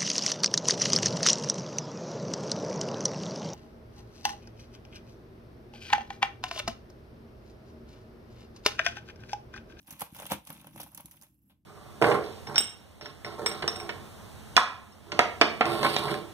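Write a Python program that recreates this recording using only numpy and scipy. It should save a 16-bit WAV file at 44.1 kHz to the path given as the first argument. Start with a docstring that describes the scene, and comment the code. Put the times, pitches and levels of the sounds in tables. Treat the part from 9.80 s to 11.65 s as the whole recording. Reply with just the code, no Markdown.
"""Sawing through a crisp cake base

A knife is sawn out through the hard base of a cake on a card board on a kitchen table, heard close up.
The crust snaps in short bursts of bright noise and crumbles between them as showers of tiny decaying grains.
Board, table and blade are sets of resonances, driven by the breaking crust, blows and rubbing.
A small room answers with a fading noise tail, over a low household rumble of filtered noise."""
import sys
import numpy as np
from scipy import signal
from scipy.fft import rfft, irfft, next_fast_len
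from scipy.io import wavfile
from scipy.ndimage import uniform_filter1d, map_coordinates

SR = 44100
rng = np.random.default_rng(int(sys.argv[2]) if len(sys.argv) > 2 else 0)


def to_linear_factor(level_db):
    """Convert decibel levels (scalar or array-like) to linear amplitude factors."""
    exponent = np.asarray(level_db, float) / 20
    return 10 ** exponent


def materialize(psi):
    """Save the field psi as 16-bit PCM at rate SR to the path in sys.argv[1].

    A 1-D psi becomes a single channel; in a 2-D psi each row is a channel.
    """
    bounded = np.clip(np.atleast_2d(psi).T, -1, 1)
    quanta = np.round(bounded * 32767).astype(np.int16)
    wavfile.write(sys.argv[1], SR, quanta)


N = 81585  # length in samples

LAG_MS, BOARD_LAG_MS = 0.19, 0.12  # left behind right: crust and blade, board
BOARD_SPREAD, BOARD_PATCHY_DB = 0.35, 4.5  # noise on the board: unlike over alike sound, colour shifts


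def unit(x):
    """Scale to rms 1."""
    return x / np.sqrt(np.mean(x ** 2) + 1e-20)


def along(points, hz):
    """Read a curve of (Hz, value) points on a log frequency axis."""
    f, v = np.transpose(points)
    return np.interp(np.log(hz + 1), np.log(f + 1), v)


def over_time(seconds, values):
    """Join values at given times into a curve with one value per sample."""
    return np.interp(np.arange(N) / SR, seconds, values)


def wobble(rate):
    """A smooth random curve through `rate` random points a second."""
    knots = rng.standard_normal(int(N * rate / SR) + 4)
    return map_coordinates(knots, [np.arange(N) * rate / SR])


def filtered(x, response):
    """Multiply the spectrum of x by a complex response of frequency."""
    m = next_fast_len(N + SR // 2)
    hz = np.fft.rfftfreq(m, 1 / SR)
    return irfft(rfft(x, m) * response(hz), m)[..., :N]


def lagged(x, ms):
    """Sound from one side: the left channel hears it ms later than the right."""
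    side = np.array([[1], [-1]])
    return filtered(x, lambda hz: np.exp(-1j * np.pi * side * hz * ms / 1000))


def pair(spread, patchy_db=0):
    """Stereo noise, partly alike on both sides, whose colour shifts from moment to moment."""
    z = signal.stft(rng.standard_normal((2, N)), nperseg=128)[2]
    field = rng.standard_normal(z.shape[1:])
    field = uniform_filter1d(field, size=7, axis=0)  # smooth over frequency
    field = uniform_filter1d(field, size=6, axis=1)  # smooth over time
    a, b = signal.istft(z * to_linear_factor(patchy_db * unit(field)), nperseg=128)[1][:, :N]
    return unit(np.array([a + spread * b, a - spread * b]))


def body(force, modes):
    """A solid thing rings at its resonances; white noise keeps its power on the way through."""
    def ring(hz):
        total = 0
        for k, (centre, width, db) in enumerate(modes):
            damping = 1j * hz * width
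            # neighbouring modes have opposite signs
            total = total + (-1) ** k * to_linear_factor(db) * damping / (centre ** 2 - hz ** 2 + damping)
        return total
    return filtered(force, lambda hz: ring(hz) / np.sqrt(np.mean(abs(ring(hz)) ** 2)))


def pushes(rows, ms):
    """One soft push for each (seconds, dB) row, at its peak after ms."""
    blows, t = np.zeros(N + SR), np.arange(SR // 20) / SR * 1000 / ms
    for s, db in rows:
        blows[round(s * SR):][:len(t)] += to_linear_factor(db) * t * np.exp(1 - t)
    return blows[:N]


def bursts(rows, rise_ms):
    """Envelope of (seconds, dB, fall in ms) bursts: quick rise, exponential fall."""
    env, t = np.zeros(N + SR), np.arange(SR // 8) / SR * 1000
    for s, db, ms in rows:
        shape = (1 - np.exp(-t / rise_ms)) * np.exp(-t / max(ms, 0.2))
        env[round(s * SR):][:len(t)] += to_linear_factor(db) * shape
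    return env[:N]


# Colour of the household rumble. Each row: frequency in Hz, relative level in dB per Hz.
RUMBLE_COLOUR = [(12, -36), (30, -8), (65, 7.5), (270, -5), (400, -20), (560, -27.5), (1200, -39.5),
                 (3000, -46.5), (9000, -45), (16000, -45)]


def rumble():
    """Low household rumble: noise with a falling spectrum, mostly alike on both sides."""
    a, b = filtered(rng.standard_normal((2, N)), lambda hz: to_linear_factor(along(RUMBLE_COLOUR, hz)))
    return to_linear_factor(-70.5) * unit(np.array([a + 0.13 * b, a - 0.4 * b]))


# How long the kitchen echoes. Each row: frequency in Hz, time to fade by 60 dB in seconds.
ROOM_FADE = [(150, 0.24), (1000, 0.22), (4000, .22), (12000, 0.18)]


def room(x):
    """The kitchen answers with a noise tail in which each frequency dies at its own speed."""
    alike_hz = 350  # well below this, both sides hear the same tail
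    hz, t, z = signal.stft(rng.standard_normal((2, SR // 2)), SR, nperseg=256)
    unlike = (hz / (hz + alike_hz))[:, None]
    z = np.array([z[0] + unlike * z[1], z[0] - unlike * z[1]]) / np.sqrt(1 + unlike ** 2)
    fade = to_linear_factor(-60 * t / along(ROOM_FADE, hz)[:, None])
    tail = signal.istft(z * fade, SR, nperseg=256)[1]
    tail = tail / np.linalg.norm(tail[0])
    late = np.pad(x, (130, 0))[None]  # the answer starts 130 samples late
    return signal.fftconvolve(late, tail, axes=1)[:, :N]


# Resonances of the table top. Each row: frequency in Hz, width in Hz, relative level in dB.
TABLE_MODES = [(63, 18, -3.5), (115.5, 48.6, -5), (168, 40.5, 0.5), (227, 44.5, -1.5), (302.4, 76, -2.5),
               (328.8, 40, -2)]


def table_top(force):
    """The table top booms at its low resonances under a force."""
    return body(force, TABLE_MODES)


# Resonances of the board and plate. 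Each row: frequency in Hz, width in Hz, relative level in dB.
BOARD_MODES = [(447.6, 64, -11.5), (597, 56, -2), (696.4, 110, -3), (912, 204, 0), (1127, 170, -2),
               (1303, 180, -5), (1600, 220, -6.5), (2120, 490, -7.5), (2633, 330, -3.5), (3405, 710, -7)]


def board(force):
    """The board rings under a force, slightly later on the left."""
    return lagged(body(force, BOARD_MODES), BOARD_LAG_MS)


# Colour of breaking crust. Each row: frequency in Hz, relative level in dB per Hz.
CRUST_COLOUR = [(880, -42.5), (1500, -11.5), (1830, -12.5), (2850, -11), (4340, -11), (6110, -3.5),
                (7390, -9), (10800, 2), (13400, 2), (15500, -5), (16500, -44.5)]


def crust(env):
    """Breaking crust: bright noise shaped by an envelope, then coloured."""
    colour = [(500, -49.5)] + list(CRUST_COLOUR)
    noise = env * pair(spread=0.6, patchy_db=4)
    return lagged(filtered(noise, lambda hz: unit(to_linear_factor(along(colour, hz)))), LAG_MS)


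# The blade jolts the table. Each row: start in seconds, peak push in dB before the table's trim.
TABLE_JOLTS = [(.079,-52), (.118,-43.5), (.209,-56), (.319,-39), (.437,-39.5), (.512,-29.5), (.695,-45.5),
               (.779,-53), (.859,-51.5), (.955,-41.5), (.999,-46), (1.035,-47), (1.13,-49.5), (1.173,-46.5),
               (1.241,-42)]
# The blade strikes the board. Each row: start in seconds, peak push in dB before the board's trim.
BOARD_KNOCKS = [(.2175,-25), (.3985,-30), (.42,-31.5), (.427,-46), (.455,-32), (.5178,-13), (.701,-34),
                (.844,-39.5), (.869,-38.5), (.959,-35), (.998,-33), (1.002,-32.5), (1.196,-40.5), (1.7,-58)]


def jolts():
    """Blows of the blade: brief pushes that set board and table ringing."""
    knock_ms, knock_db = 0.22, -7.5  # time to the peak, trim
    jolt_ms, jolt_db = 0.35, -12.5
    on_board = to_linear_factor(knock_db) * board(pushes(BOARD_KNOCKS, knock_ms))
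    on_table = to_linear_factor(jolt_db) * table_top(pushes(TABLE_JOLTS, jolt_ms))
    return on_board + on_table


# Resonances of the steel blade. Each row: frequency in Hz, width in Hz, relative level in dB.
BLADE_MODES = [(2770, 140, -10.5), (5200, 200, -14.5), (7600, 200, -5.5), (9700, 300, -8.5),
               (10300, 260, -2.5), (11700, 200, 8), (12500, 900, -3), (13700, 100, -1), (15600, 190, -6)]
# The blade slides free of the crust. Each row: time in seconds, rubbing force in dB before its wobble.
SLIDE_FORCE = [(1.40, -100), (1.45, -71.5), (1.55, -82), (1.578, -83.5), (1.583, -72), (1.586, -80.5),
               (1.590, -67.5), (1.60, -85), (1.639, -82), (1.66, -72.5), (1.72, -78), (1.80, -94.5),
               (1.85, -100)]


def slide():
    """Light rubbing keeps the blade's resonances singing as it is drawn out."""
    level = over_time(*np.transpose(SLIDE_FORCE))
    force = to_linear_factor(level + 2.7 * wobble(42)) * pair(1.0, patchy_db=3)
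    return lagged(body(force, BLADE_MODES), LAG_MS)


# The strokes of the saw, before a small random wobble.
# Each row: time in seconds, crumbling in dB, board over crumbling in dB,
# push on the table over crumbling in dB.
SAW_STROKES = [(0,-65,-21,4.5), (0.059,-75,-4.5,-5), (0.077,-53.5,-6.5,-7.5), (.138,-61.5,4,4),
               (0.191,-60.5,0,-2.5), (0.219,-56.5,15.5,11.5), (0.255,-55,-8,-37), (0.296,-69,6,2),
               (0.334,-62,-4,-12), (.36,-54,1,-1.5), (.43,-55,5.5,-4), (0.469,-67,-6,8), (.49,-57,7,-3),
               (.515,-44,8,5.5), (.54,-55.5,12.5,12), (.592,-71.5,6,8), (.654,-68,-2,-3),
               (0.679,-58.5,3.5,-2), (0.708,-61.5,8,10), (.746,-60.5,1.5,-0.5), (.798,-64,3.5,5.5),
               (.86,-67,0,7.5), (0.921,-67.5,-3.5,9.5), (0.964,-62,3,12.5), (.984,-61.5,2.5,6),
               (1.008,-57.5,8.5,3.5), (1.104,-65.5,-6.5,-4), (1.192,-62.5,0.5,9), (1.226,-68,-8,-16),
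               (1.252,-64.5,1,5), (1.298,-68.5,-5.5,-3), (1.33,-65,1,-1.5), (1.396,-69.5,-11,0.5),
               (1.429,-70.5,6.5,2), (1.5,-79,-5,7), (1.57,-86,-19.5,13), (1.678,-90.5,-3.5,20.5),
               (1.72,-92.5,14.5,23.5), (1.85,-100,-16.5,14)]


def sawing():
    """Crumbs break at random under the blade and shake the board; the push rocks the table."""
    crumbs_per_s, crumb_ms = 450, 0.52  # ms: fall of one crumb
    spread_db = 1.5  # crumbs are on average this far above the smallest
    rub_db = 1  # smooth rubbing over the crumbs
    seconds, *columns = np.transpose(SAW_STROKES)
    level, deep, push = [over_time(seconds, c) for c in columns]
    chance, luck = rng.random((2, N))
    sizes = (1 - luck) ** (-spread_db / 20 * np.log(10))  # many small, few large
    breaks = (chance < crumbs_per_s / SR) * sizes
    decay = np.exp(-np.arange(SR // 50) / SR * 1000 / crumb_ms)
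    crumbs = signal.fftconvolve(breaks, decay)[:N]
    grit = unit(unit(crumbs) + to_linear_factor(rub_db)) * to_linear_factor(level + 0.73 * wobble(30))
    shaking = grit * to_linear_factor(deep) * pair(BOARD_SPREAD, BOARD_PATCHY_DB)
    rocking = to_linear_factor(level + push + 0.73 * wobble(29)) * pair(0.17)
    return crust(grit) + board(shaking) + table_top(rocking)


# The crust snaps. Each row: start in seconds, level in dB, board over crust in dB, fall in ms.
# Levels are before the trims in snaps().
CRUST_SNAPS = [(0.0713,-55,-1.5,4.5), (0.1068,-33.5,-42,6.1), (0.1246,-37,-10,5.2), (0.1948,-36,-17,12),
               (0.2068,-32.5,-3.5,5.8), (0.213,-35,-0.5,3.2), (0.2173,-21.5,-5.5,3.3), (.2274,-50,-23,3.2),
               (0.3468,-34,-6.5,2.75), (0.353,-39.5,-19,4.5), (.3586,-42,-20,2.1), (.3652,-35,-24,3.7),
               (0.3868,-36,1,3.4), (.399,-28,-16,3), (.4206,-38,-2,7.1), (.4424,-41.5,-7,4.2),
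               (0.4537,-30.5,0.5,3), (0.4643,-31,1,4.5), (0.499,-31,-6.5,3.6), (0.507,-34.5,1.5,9.1),
               (0.51,-37,-7,6.5), (0.5185,-17,-13,2.6), (.524,-31.5,-10.5,7.1), (0.529,-30,1.5,5),
               (.5374,-38,3.5,4), (0.651,-45,-37,3.9), (.6710,-27,-9,2.54), (0.6752,-36,-19,3),
               (0.695,-35,-22,2.2), (0.702,-29.5,-4.5,4), (0.7262,-36,-14,4.3), (0.813,-42.5,-2.5,2.9),
               (0.8433,-49,7,4), (0.869,-39.5,-8.5,4.8), (0.9603,-40,-10.5,5.2), (0.9747,-44.5,-5,11.5),
               (1.0008,-30.5,-9,5), (1.009,-38,-10.5,4.3), (1.0151,-34,-11,3.4), (1.0316,-34,-22,5.3),
               (1.1174,-46,-9,1.9), (1.1469,-32,-17.5,4.1), (1.1732,-39,-17,1.8), (1.1755,-31.5,-9,3),
               (1.1986,-49,1.5,7.2), (1.2065,-36,-21,2.5), (1.2571,-30,-27,2.4), (1.2864,-53,-13.5,1.9),
               (1.3111,-40,-18.5,9.3), (1.3673,-42,-27,2.7), (1.413,-41.5,-21.5,3.4), (1.422,-38,-22.5,4),
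               (1.432,-43.5,-11,8.2), (1.695,-71,10,3.5), (1.7008,-70,9,13.8)]


def snaps():
    """Each snap is a ragged run of splinters that also drives the board."""
    crust_db, board_db = -5.5, -2  # trims
    ragged = unit(to_linear_factor(2.5 * wobble(1300)))  # swing in dB, splinters a second
    bright = bursts([(s, db + crust_db, ms) for s, db, _, ms in CRUST_SNAPS], rise_ms=0.53)
    deep = bursts([(s, db + rel + board_db, ms) for s, db, rel, ms in CRUST_SNAPS], rise_ms=1.2)
    shaking = deep * ragged * pair(BOARD_SPREAD, BOARD_PATCHY_DB)
    return crust(bright * ragged) + board(shaking)


# Balance of the two sides. Each row: frequency in Hz, left over right in dB.
SIDE_BALANCE = [(60, -0.5), (200, 2), (500, -1.5), (1290, 0), (2380, 5.5), (4400, -1), (8120, -3.5),
                (13000, -4)]


def balanced(x):
    """Each frequency is shared unequally between left and right."""
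    side = np.array([[1], [-1]])
    return filtered(x, lambda hz: to_linear_factor(side * along(SIDE_BALANCE, hz) / 2))


def scene():
    """The cut, the room's answer to its right channel, and the rumble."""
    cut = snaps() + sawing() + jolts() + slide()
    return balanced(cut) + to_linear_factor(-9) * room(cut[1]) + rumble()


def roll_off(x):
    """The treble ends steeply here."""
    return signal.sosfilt(signal.butter(12, 16960, fs=SR, output="sos"), x)


def record(dry):
    """The microphone loses the lowest bass and everything from the top limit up."""
    low_cut_hz, top_hz = 33, 16500

    def microphone(hz):
        return (hz < top_hz) * (1j * hz / (low_cut_hz + 1j * hz)) ** 2
    mix = filtered(dry, microphone)
    return roll_off(mix)


dry = scene()
out = record(dry)
materialize(out)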